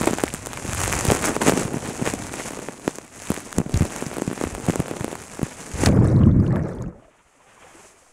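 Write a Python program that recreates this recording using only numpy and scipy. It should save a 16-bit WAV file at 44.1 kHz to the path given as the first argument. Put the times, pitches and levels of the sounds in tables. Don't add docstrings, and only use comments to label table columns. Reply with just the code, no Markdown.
import sys
import numpy as np
from scipy import signal
from scipy.fft import rfft, irfft, next_fast_len
from scipy.io import wavfile
from scipy.ndimage import map_coordinates

SR = 44100
rng = np.random.default_rng(int(sys.argv[2]) if len(sys.argv) > 2 else 0)


def unload_wav(signal):
    wavfile.write(
        sys.argv[1],
        SR,
        np.round(np.clip(np.atleast_2d(signal).T, -1, 1) * 32767).astype(np.int16),
    )


def volts_from_db(level):
    exponent = np.asarray(level, float) / 20
    return 10 ** exponent


N = 358091


def unit(x):
    return x / np.sqrt(np.mean(x ** 2) + 1e-20)


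def curves(rows):
    s, *columns = np.transpose(rows)
    t = np.arange(N) / SR
    return [np.interp(t, s, column, left=-150, right=-150) for column in columns]


def wobble(rate):
    knots = rng.standard_normal(int(N * rate / SR) + 4)
    return map_coordinates(knots, [np.arange(N) * rate / SR])


def coloured(x, spectrum):
    pitch_hz, level_db = np.transpose(spectrum)
    hz = np.fft.rfftfreq(8192, 1 / SR)
    gain = volts_from_db(np.interp(np.log(hz + 1), np.log(pitch_hz), level_db))
    cepstrum = irfft(np.log(gain))
    cepstrum[1:4096] *= 2
    cepstrum[4097:] = 0
    return signal.fftconvolve(x, irfft(np.exp(rfft(cepstrum))))[:N]


def rings(s, size, hz, cycles, attack, glide, count):
    t = np.arange(count) / SR
    turns = hz[:, None] * t
    bend = turns * (1 + glide * np.tanh(turns / 2))
    fade = np.exp(-turns / cycles) * (1 - np.exp(-turns / attack))
    shape = np.cos(2 * np.pi * bend) * fade
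    at = np.round(s * SR).astype(int)[:, None] + np.arange(count)
    return np.bincount(at.ravel(), (size[:, None] * shape).ravel(), N + count + SR)[:N]


def droplets(count, spread_db):
    row = rng.random((count, 2))
    excess = np.minimum(-np.log(1 - row[:, 1]), 4)
    return unit(np.bincount((row[:, 0] * N).astype(int), volts_from_db(spread_db * excess), N))


def shower(spectrum, drops, share, lumpy_db, lump_rate):
    noise = volts_from_db(lumpy_db * wobble(lump_rate)) * rng.standard_normal(N)
    share = np.clip(share, 0, 1)
    mix = np.sqrt(share) * unit(drops) + np.sqrt(1 - share) * unit(noise)
    return unit(coloured(mix, spectrum))


def bubbles(count, mid_hz, spread, cycles, spread_db, size):
    row, pitch = rng.random((count, 2)), rng.standard_normal(count)
    hz = np.clip(mid_hz * np.exp(spread * pitch), 40, 12000)
    excess = np.minimum(-np.log(1 - row[:, 1]), 4)
    loudness = volts_from_db(spread_db * excess)
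    return unit(rings(row[:, 0] * N / SR, loudness, hz, cycles, attack=0.34, glide=0.062, count=size))


def strays(level_db, count, spread_db):
    calm_from_s = 5.45
    row = rng.random((count, 2))
    odds = np.cumsum(volts_from_db(0.6 * level_db) * (np.arange(N) < calm_from_s * SR))
    at = np.interp(row[:, 0] * odds[-1], odds, np.arange(N)).astype(int)
    return at / SR, level_db[at] + spread_db * np.minimum(-np.log(1 - row[:, 1]), 3)


# [start_s, spray_db on the membrane, drumming_db on the case]
SLIDE_WATER = [(0, -30, -31), (.15, -36.5, -38), (.41, -40, -43), (.64, -38.5, -37.5), (.81, -28, -37.5),
               (1.12, -29, -27), (1.4, -35, -30), (1.7, -39, -31.5), (2.16, -39.5, -37), (2.44, -35, -38.5),
               (2.77, -44.5, -41), (3.1, -49.5, -51.5), (3.27, -36, -45), (3.66, -47, -38.5),
               (3.76, -38, -34), (3.95, -38, -38), (4.35, -40, -40), (4.92, -41, -34), (5.27, -42, -43),
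               (5.73, -41.5, -44)]
# [start_s, spray_db, drumming_db]
POOL_ENTRY = [
    (5.81, -31, -27),
    (5.855, -26.5, -33.5),
    (5.875, -30, -41),
    (5.9, -51, -39),
    (5.93, -55, -38.5),
]
# [middle_s, change_db, length_s]
SPRAY_SHEETS = [(1.257, 7, .04), (1.212, -4, .025), (1.397, -8, .022), (1.419, 12, .01), (1.436, 3, .015),
                (1.484, 16, .03), (1.596, 7, .05), (1.897, 4, .08), (2.085, 9, .05), (2.6, -4, .06),
                (2.894, 4.5, .06), (3.577, 4, .03), (3.629, -3, .03), (3.688, -5, .035), (4.429, 2, .05),
                (4.551, -2.5, .06), (4.694, 3, .04), (5.836, 2, 0.0047), (5.862, 16, 0.0027)]


def water_levels():
    spray_db, drum_db = curves(SLIDE_WATER + POOL_ENTRY)
    t = np.arange(N) / SR
    sheets_db = sum(db * np.exp(-((t - s) / length) ** 2) for s, db, length in SPRAY_SHEETS)
    return spray_db + sheets_db, drum_db + 0.34 * sheets_db


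# [start_s, buffet_db]
AIR_RUSH = [
    (0, -36.5),
    (.41, -43),
    (.85, -30),
    (1.5, -43),
    (2.2, -38.5),
    (2.45, -58),
    (4.3, -53),
    (5.72, -54),
    (5.81, -33),
]
# [pitch_hz, level_db]
BUFFET_TONE = [(20, -20), (45, -5.5), (95, -1.5), (150, -8.5), (300, -43), (1000, -100)]
# [pitch_hz, level_db]
RUMBLE_TONE = [(60, -14), (150, -1.5), (260, 0.5), (450, -4), (900, -12.5), (2000, -28.5), (6000, -107.5)]
# [pitch_hz, level_db]
PATTER_TONE = [(150, -4.5), (400, -4), (700, -0.5), (1500, -3.5), (2600, -5), (3700, -18), (5000, -36),
               (9000, -41.5)]
# [pitch_hz, level_db]
PORT_TONE = [(2500, -11), (4000, -6.5), (5200, -2.5), (6500, 4.5), (7700, 4), (10400, -1.5), (12000, -12),
             (15500, -22.5)]


def ride(spray_db, drum_db):
    mean_spray_db = -34.5
    hiss_db = mean_spray_db + 0.92 * (spray_db - mean_spray_db) - 2.5
    buffet_db, = curves(AIR_RUSH + [(5.93, -23)])
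    surge = wobble(30)
    spray = droplets(count=4000, spread_db=4.5)
    specks = bubbles(count=2500, mid_hz=3190, spread=0.47, cycles=1.0, spread_db=2.5, size=150)
    gusts = droplets(count=300, spread_db=1.5)
    buffet = shower(BUFFET_TONE, gusts, share=0.38, lumpy_db=5, lump_rate=10)
    drumming = droplets(count=1500, spread_db=2.5)
    rumble = shower(RUMBLE_TONE, drumming, share=0.35, lumpy_db=3, lump_rate=40)
    membrane_drops = spray + 0.7 * droplets(count=2000, spread_db=4)
    patter = shower(PATTER_TONE, membrane_drops, share=0.6, lumpy_db=3, lump_rate=60)
    port_drops = spray + 0.7 * droplets(count=3000, spread_db=4)
    hiss = shower(PORT_TONE, port_drops, share=0.6, lumpy_db=1.8, lump_rate=90)
    low = volts_from_db(buffet_db) * buffet + volts_from_db(drum_db + 1.4 * surge) * rumble
    high = volts_from_db(spray_db - 2.5) * (patter + 0.34 * specks) + volts_from_db(hiss_db - 0.5) * hiss
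    return low + volts_from_db(1.2 * surge) * high


# [start_s, peak_db, membrane pitch_hz, port_ring_db]
MEMBRANE_DROPS = [(0.012, -11, 210, -11.5), (0.0357, -12.5, 338, -30), (0.0745, -4.5, 359, -10.5),
                  (0.1093, -14.5, 195, -12), (0.133, -10, 302, -14), (.2372, -4, 337, -5),
                  (0.3392, -19, 223, -7), (0.4701, -18.5, 443, -12), (0.6874, -19.5, 123, -31),
                  (.878, -14, 320, -4.5), (1.052, -14, 395, -3), (1.102, -5.5, 485, -11.5),
                  (1.1135, -10.5, 156, -3), (1.1195, -3, 365, -5), (1.15, -14.5, 258, -7.5),
                  (1.365, -9, 440, -16), (1.42, -11, 334, -17), (1.464, -9, 284, -9.5),
                  (1.4765, -6.5, 397, -15.5), (1.483, -2.5, 291, -9), (1.4954, -2.5, 467, -4),
                  (1.5218, -8, 340, -16), (1.5355, -11.5, 196, -24.5), (1.575, -14, 256, -21),
                  (1.5968, -17, 170, -19.5), (1.7604, -18.5, 194, -31), (2.015, -14.5, 240, -25.5),
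                  (2.0225, -11, 189, -33), (2.0747, -8.5, 423, -24), (2.1374, -13.5, 276, -10.5),
                  (2.6926, -23.5, 252, -31), (2.8781, -5.5, 310, -12.5), (2.9849, -20.5, 370, -16.5),
              (3.3032, -8, 215, -10), (3.3181, -16, 403, -10.5), (3.3758, -19, 320, -19),
              (3.5839, -6, 216, -3.5), (3.601, -10.5, 186, -23), (3.741, -7.5, 124, -15),
              (3.774, -15.5, 213, -10), (3.8075, -6.5, 128, -24), (3.8211, -7, 171, -15.5),
              (4.0242, -13, 290, -27), (4.065, -18, 171, -15), (4.1682, -18.5, 388, -17.5),
              (4.1832, -15, 332, -16), (4.22, -10, 297, -13.5), (4.277, -11, 182, -19.5),
              (4.4125, -10.5, 324, -17), (4.4384, -10, 292, -15.5), (4.6851, -7, 177, -24.5),
              (4.6975, -7, 246, -15), (4.7578, -12, 338, -8.5), (4.794, -13, 155, -34),
              (4.8015, -9, 237, -13), (4.912, -15, 325, -20), (5.0444, -12.5, 297, -12),
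              (5.1284, -17.5, 370, -21.5), (5.393, -17.5, 296, -27), (5.4299, -9, 176, -13.5),
                  (3.6148, -17, 292, -28), (3.662, -18.5, 189, -35), (4.453, -25.5, 85.4, -35),
               (4.524, -26, 84, -35), (5.737, -20.5, 79, -20), (5.8005, -25, 144, -31),
               (5.8348, -5.5, 300, -23), (5.861, -12.5, 106, -15), (5.868, -7, 112, -16.5),
               (5.887, -21.5, 107, -20), (5.9154, -13, 103, -37),
                  (0.042, -15, 380, -24), (0.0717, -8, 400, -9.5), (0.0781, -10.5, 450, -16),
                 (.087, -16.5, 400, -21.5), (.096, -17, 400, -22), (4.301, -22.5, 350, -27),
                 (4.313, -16, 260, -28), (4.329, -18.5, 280, -27), (4.58, -22, 300, -29),
                 (4.6, -22, 260, -27), (1.086, -17.5, 400, -18), (1.127, -15, 400, -15.5),
                 (1.488, -9, 400, -11), (2.062, -16, 450, -21), (2.068, -17, 400, -20),
                 (.651, -19, 295, -23), (1.68, -19, 353, -27), (1.742, -14, 213, -30),
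                 (1.768, -15, 188, -26), (1.835, -26, 190, -36.5), (1.873, -30, 300, -23.5),
                 (1.888, -18.5, 198, -24.5), (2.046, -24.5, 417, -27.5), (2.339, -19, 460, -25),
                 (2.508, -21, 337, -23), (2.535, -22, 328, -26), (2.573, -24.5, 400, -32),
                 (2.591, -20, 302, -30), (2.626, -25, 450, -30), (2.686, -16, 410, -29.5),
                 (2.797, -32, 460, -27), (3.22, -27.5, 458, -19), (3.695, -20.5, 354, -25),
                 (3.853, -19, 353, -14), (4.114, -21.5, 553, -26), (4.131, -21.5, 500, -26),
                 (4.198, -20, 330, -32), (4.377, -21.5, 483, -30), (4.471, -17.5, 300, -39),
                 (4.55, -18.5, 493, -15), (4.665, -22, 550, -15.5), (4.736, -19, 450, -31),
                 (4.825, -27, 400, -30), (4.859, -25, 500, -28), (4.882, -19.5, 520, -21),
                 (4.937, -21.5, 400, -31), (4.968, -20, 560, -26), (5.009, -21, 603, -20),
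                 (5.08, -18, 400, -24), (5.115, -21, 503, -28), (5.191, -34, 500, -39),
                 (5.416, -17, 300, -30), (5.466, -25, 396, -31)]
ALL_DROPS = MEMBRANE_DROPS


def thumps(drum_db):
    s, db, hz, _ = np.transpose(ALL_DROPS)
    chance = rng.standard_normal((len(s), 3))
    stray_s, stray_db = strays(drum_db, count=45, spread_db=5.0)
    stray_hz = 210 * np.exp(0.42 * rng.standard_normal(len(stray_s)))
    trail_s = s + 0.014 * np.exp(0.3 * chance[:, 0])
    trail_db = db - 20 - 12.5 * np.log2(hz / 250) + 2.5 * chance[:, 1]
    trail_hz = hz * np.exp(0.25 * chance[:, 2])
    s = np.r_[s + 0.0003, trail_s, stray_s]
    db = np.r_[db, trail_db, stray_db + 3.5]
    hz = np.r_[hz, trail_hz, stray_hz]
    lowness = 300 / hz[:, None]
    cycles = 0.53 * lowness ** 0.3
    attack = 0.075 * lowness ** 0.98
    swing = rings(s, volts_from_db(db + 6.5), hz, cycles, attack, glide=-0.17, count=2400)
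    hits = np.bincount((s * SR).astype(int), volts_from_db(db), N)
    burst = signal.lfilter([1], [1, -np.exp(-1 / (0.003 * SR))], hits)
    fine_drops = droplets(count=30000, spread_db=3)
    splatter = shower(PATTER_TONE, fine_drops, share=0.7, lumpy_db=1.5, lump_rate=200)
    return swing + volts_from_db(-18) * burst * splatter


# [start_s, port_ring_db, push_db]
SHARP_DROPS = [(.0583, -10, -30), (.139, -13, -20), (.1849, -25, -13), (.2032, -16.7, -22.6),
               (.3469, -12.4, -18.7), (.4605, -12.5, -23), (.5328, -16, -20), (.5746, -20, -19),
               (.7331, -9.4, -15.8), (.7483, -12.7, -19.6), (.8045, -8.2, -16.5), (.8166, -11, -26),
               (.8358, -9, -14), (.927, -6.4, -12.5), (.9529, -10, -28), (.9914, -8, -26),
               (1.0095, -8, -17), (1.0679, -9.3, -16), (1.0787, -10, -18), (1.2235, -10.7, -17),
               (1.2418, -13, -13), (1.2554, -4.7, -20.5), (1.4172, -23, -12.5), (1.479, -6.5, -10),
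               (2.9566, -17, -35), (3.3428, -15, -22.7), (3.5277, -15, -18), (3.9626, -14, -22.7),
               (4.7058, -15, -21), (5.1545, -19, -20.6)]


def ticks(spray_db):
    s, ring_db, push_db = np.transpose(SHARP_DROPS) + [[0], [1.5], [3]]
    heavy_s, heavy_db, hz, heavy_ring_db = np.transpose(ALL_DROPS)
    heavy_push_db = heavy_db - 14.5 + 13.5 * np.log2(hz / 320)
    stray_s, stray_db = strays(np.minimum(spray_db, -28), count=170, spread_db=3.0)
    stray_db = stray_db + 10.5
    stray_push_db = stray_db - 2.5 + 3 * rng.standard_normal(len(stray_s))
    s = np.r_[s, heavy_s, stray_s]
    ring_db = np.r_[ring_db, heavy_ring_db, stray_db]
    push_db = np.r_[push_db, heavy_push_db, stray_push_db]
    chance = rng.standard_normal((len(s), 2))
    ring_hz = 7500 * np.exp(0.11 * chance[:, 0])
    push_hz = 1600 * np.exp(0.25 * chance[:, 1])
    click_hz = 4000 * np.exp(0.38 * chance[:, 0])
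    ring = rings(s, volts_from_db(ring_db + 3.5), ring_hz, cycles=1.4, attack=0.22, glide=0, count=200)
    push = rings(s, volts_from_db(push_db + 4.5), push_hz, cycles=0.7, attack=0.08, glide=-0.15, count=300)
    click = rings(s, volts_from_db((ring_db + push_db) / 2), click_hz, cycles=0.65, attack=0.18, glide=0, count=60)
    return ring + push + click


# [start_s, peak_db, pitch_hz]
BURSTING_DROPS = [(.185, -11, 805), (.197, -15, 1500), (.271, -24, 1200), (0.28, -14, 1990),
                  (.303, -20, 2470), (0.514, -29, 1000), (.521, -25, 3000), (0.573, -17, 2220),
                  (.619, -33, 950), (2.294, -23, 1340), (3.743, -15, 3860), (3.961, -21, 895),
                  (4.163, -22.5, 1200), (1.242, -18, 1500), (1.4165, -7, 880), (4.683, -16.5, 700),
                  (5.154, -22.5, 800), (5.86, -3, 4300), (5.8617, -4, 4700), (5.863, -8, 3930),
                  (5.889, -22, 3500), (6.559, -20, 1300)]


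def pops():
    s, db, hz = np.transpose(BURSTING_DROPS)
    return rings(s, volts_from_db(db + 2), hz, cycles=1.04, attack=0.081, glide=0.044, count=600)


# [start_s, peak_db, pitch_hz]
CASE_SLOPS = [(0.734, -23, 80), (1.3, -26, 80), (1.8, -29, 80), (3.312, -20, 80.4), (3.577, -7.5, 85),
              (3.734, -14, 80), (3.814, -16.5, 91.5), (4.05, -39, 80), (4.28, -24, 80), (4.691, -13, 85),
              (4.79, -19, 80), (5.069, -25.5, 80), (5.43, -17, 80.6), (6.95, -35, 49.4), (7.05, -42, 45.2),
              (7.25, -48, 60)]


def slops():
    s, db, hz = np.transpose(CASE_SLOPS)
    return rings(s, volts_from_db(db + 3.5), hz, cycles=0.54, attack=0.55, glide=-0.05, count=5000)


# [start_s, boom_db, gurgle_db]
UNDER_WATER = [(5.87, -15, -8), (5.882, -18, -25), (6.1, -14.5, -26.5), (6.37, -13.5, -33.5),
               (6.52, -19, -30.5), (6.56, -18.5, -26.5), (6.636, -25.5, -31), (6.716, -34, -34),
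               (6.882, -27, -41.5), (6.95, -48, -48), (7.098, -78, -58.5), (7.12, -74, -62)]
# [pitch_hz, level_db]
BOOM_TONE = [(20, -32.5), (35, 1), (80, -5.5), (170, 11), (230, 3.5), (340, 2), (600, -56.5), (1500, -110)]
# [pitch_hz, level_db]
GURGLE_TONE = [(150, -12), (350, -2.5), (560, -7.5), (750, -19), (1500, -24), (2200, -31), (2900, -47),
               (5000, -100)]


def boom_and_gurgle():
    boom_db, gurgle_db = curves(UNDER_WATER)
    large = bubbles(count=1100, mid_hz=131.0, spread=0.324, cycles=2.0, spread_db=0.5, size=1800)
    cloud = coloured(large, [(30, -9.5), (150, -9), (300, -9.5), (900, -82.0)])
    bumps = droplets(count=600, spread_db=1.5)
    churn = shower(BOOM_TONE, bumps, share=0.15, lumpy_db=1.5, lump_rate=30)
    boom = unit(unit(cloud) + 0.6 * churn)
    blips = droplets(count=1500, spread_db=3.0)
    swirl = shower(GURGLE_TONE, blips, share=0.27, lumpy_db=2.0, lump_rate=40)
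    small = bubbles(count=900, mid_hz=661, spread=0.45, cycles=4.3, spread_db=1.0, size=800)
    gurgle = unit(swirl + 0.49 * small)
    return volts_from_db(boom_db) * boom + volts_from_db(gurgle_db) * gurgle


# [start_s, crackle_db]
TINY_BUBBLES = [(5.88, -44.5), (5.99, -56), (6.07, -49), (6.2, -55.5), (6.33, -66.5), (6.45, -59),
                (6.53, -65), (6.56, -53), (6.6, -67), (6.66, -58.5), (6.71, -60), (6.82, -62), (6.85, -74),
                (6.9, -74)]


def crackle():
    pings = bubbles(count=5000, mid_hz=6300, spread=0.33, cycles=8, spread_db=3, size=250)
    fizz = shower(PORT_TONE, droplets(count=3000, spread_db=4), share=0.45, lumpy_db=3.5, lump_rate=70)
    clumps = volts_from_db(1.5 * wobble(60) + 1.5 * wobble(15))
    level_db, = curves(TINY_BUBBLES)
    return volts_from_db(level_db) * unit(clumps * (pings + 0.8 * fizz))


# [start_s, peak_db, pitch_hz]
BUBBLE_SNAPS = [(5.9712, -38, 3070), (6.044, -44, 3760), (6.075, -22, 8140), (6.1009, -39, 3870),
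                (6.1637, -32, 3950), (6.191, -38, 4080), (6.2142, -41, 3210), (6.2596, -47, 3010),
                (6.3134, -39.5, 3480), (6.4012, -37, 4800), (6.4621, -45, 3090), (6.4774, -39, 4100),
                (6.506, -48, 4390), (6.525, -40, 3910), (6.5589, -41, 3600), (6.6272, -38, 5830),
                (6.6706, -48, 6420), (6.734, -41, 5850), (6.7749, -51, 6350), (6.786, -41, 3280),
                (6.823, -28, 6560), (6.8801, -46, 6330),
                (5.931, -38, 11400), (5.948, -33, 9000), (5.963, -39, 10300), (6.046, -28, 9200),
                      (6.068, -38, 9500), (6.111, -40, 8800), (6.16, -38, 9800), (6.196, -40, 7500),
                      (6.261, -35, 8100), (6.262, -44, 5800), (6.277, -43, 7200), (6.364, -46, 7300),
                      (6.402, -40, 9600), (6.463, -44, 8500), (6.479, -37, 6200), (6.488, -48, 9700),
                      (6.507, -41, 7600), (6.526, -36, 7700), (6.526, -40, 5400), (6.561, -38, 7200),
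                      (6.564, -32, 10700), (6.581, -43, 7500), (6.594, -38, 8300), (6.635, -38, 5700),
                      (6.751, -37, 8500), (6.751, -45, 10200), (6.823, -35, 10000), (6.861, -44, 2600),
                      (6.861, -50, 6700)]


def snaps():
    s, db, hz = np.transpose(BUBBLE_SNAPS)
    return rings(s, volts_from_db(db - 0.5), hz, cycles=4.4, attack=0.5, glide=0.017, count=400)


# [start_s, lapping_db, fizz_db]
SURFACE = [
    (6.84, -84, -80),
    (7.0, -61.5, -70.5),
    (7.12, -58.5, -68),
    (7.4, -58.5, -64.5),
    (7.65, -48, -57.5),
    (7.8, -48.5, -52.5),
    (7.87, -50.5, -50.5),
    (7.93, -56, -59),
    (8.12, -58, -57.5),
]
# [pitch_hz, level_db]
LAP_TONE = [(30, -7.5), (100, -8), (220, -9.5), (500, -9), (1100, -8.5), (2400, -12.5), (3200, -18.5),
            (4000, -29.5), (6000, -47)]
# [start_s, peak_db, pitch_hz]
SURFACE_PLOPS = [(6.969, -45, 565), (7.02, -43, 620), (7.048, -42.5, 630), (7.079, -43, 581),
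                 (7.404, -48, 960), (7.574, -42.5, 970), (7.64, -39.5, 475), (7.69, -47, 750),
                 (7.79, -45, 860), (7.746, -41, 315), (7.837, -45, 600)]


def pool():
    lap_db, fizz_db = curves(SURFACE)
    wash = shower(LAP_TONE, droplets(count=3000, spread_db=2.5), share=0.06, lumpy_db=2.2, lump_rate=40)
    trapped_air = bubbles(count=900, mid_hz=822, spread=0.437, cycles=6.3, spread_db=2.0, size=800)
    lap = unit(wash + 0.54 * trapped_air)
    fizz = shower(PORT_TONE, droplets(count=4000, spread_db=3), share=0.12, lumpy_db=1.5, lump_rate=40)
    s, db, hz = np.transpose(SURFACE_PLOPS)
    plops = rings(s + 0.002, volts_from_db(db + 1.5), hz, cycles=5, attack=0.8, glide=0.06, count=2000)
    return volts_from_db(lap_db) * lap + volts_from_db(fizz_db) * fizz + plops


def scene():
    spray_db, drum_db = water_levels()
    sliding = ride(spray_db, drum_db) + thumps(drum_db) + ticks(spray_db) + pops() + slops()
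    under_water = boom_and_gurgle() + crackle() + snaps()
    return (sliding + under_water + pool())[None]


def top_cut(x):
    return signal.sosfilt(signal.butter(12, 16520, fs=SR, output="sos"), x)


def record(dry):
    soft = dry / (1 + np.abs(dry / 0.74) ** 6) ** (1 / 6)
    size = next_fast_len(N)
    hz = np.fft.rfftfreq(size, 1 / SR)
    top_hz = 15700
    top = np.where(hz < top_hz, 1, volts_from_db(-21)) * (hz < top_hz * 1.05)
    bass = hz / np.sqrt(hz ** 2 + 10.0 ** 2)
    treble = 1 / np.sqrt(1 + (hz / 15000) ** 6)
    mix = irfft(rfft(soft, size) * top * bass * treble, size)[..., :N]
    return top_cut(mix)


dry = scene()
out = record(dry)
unload_wav(out)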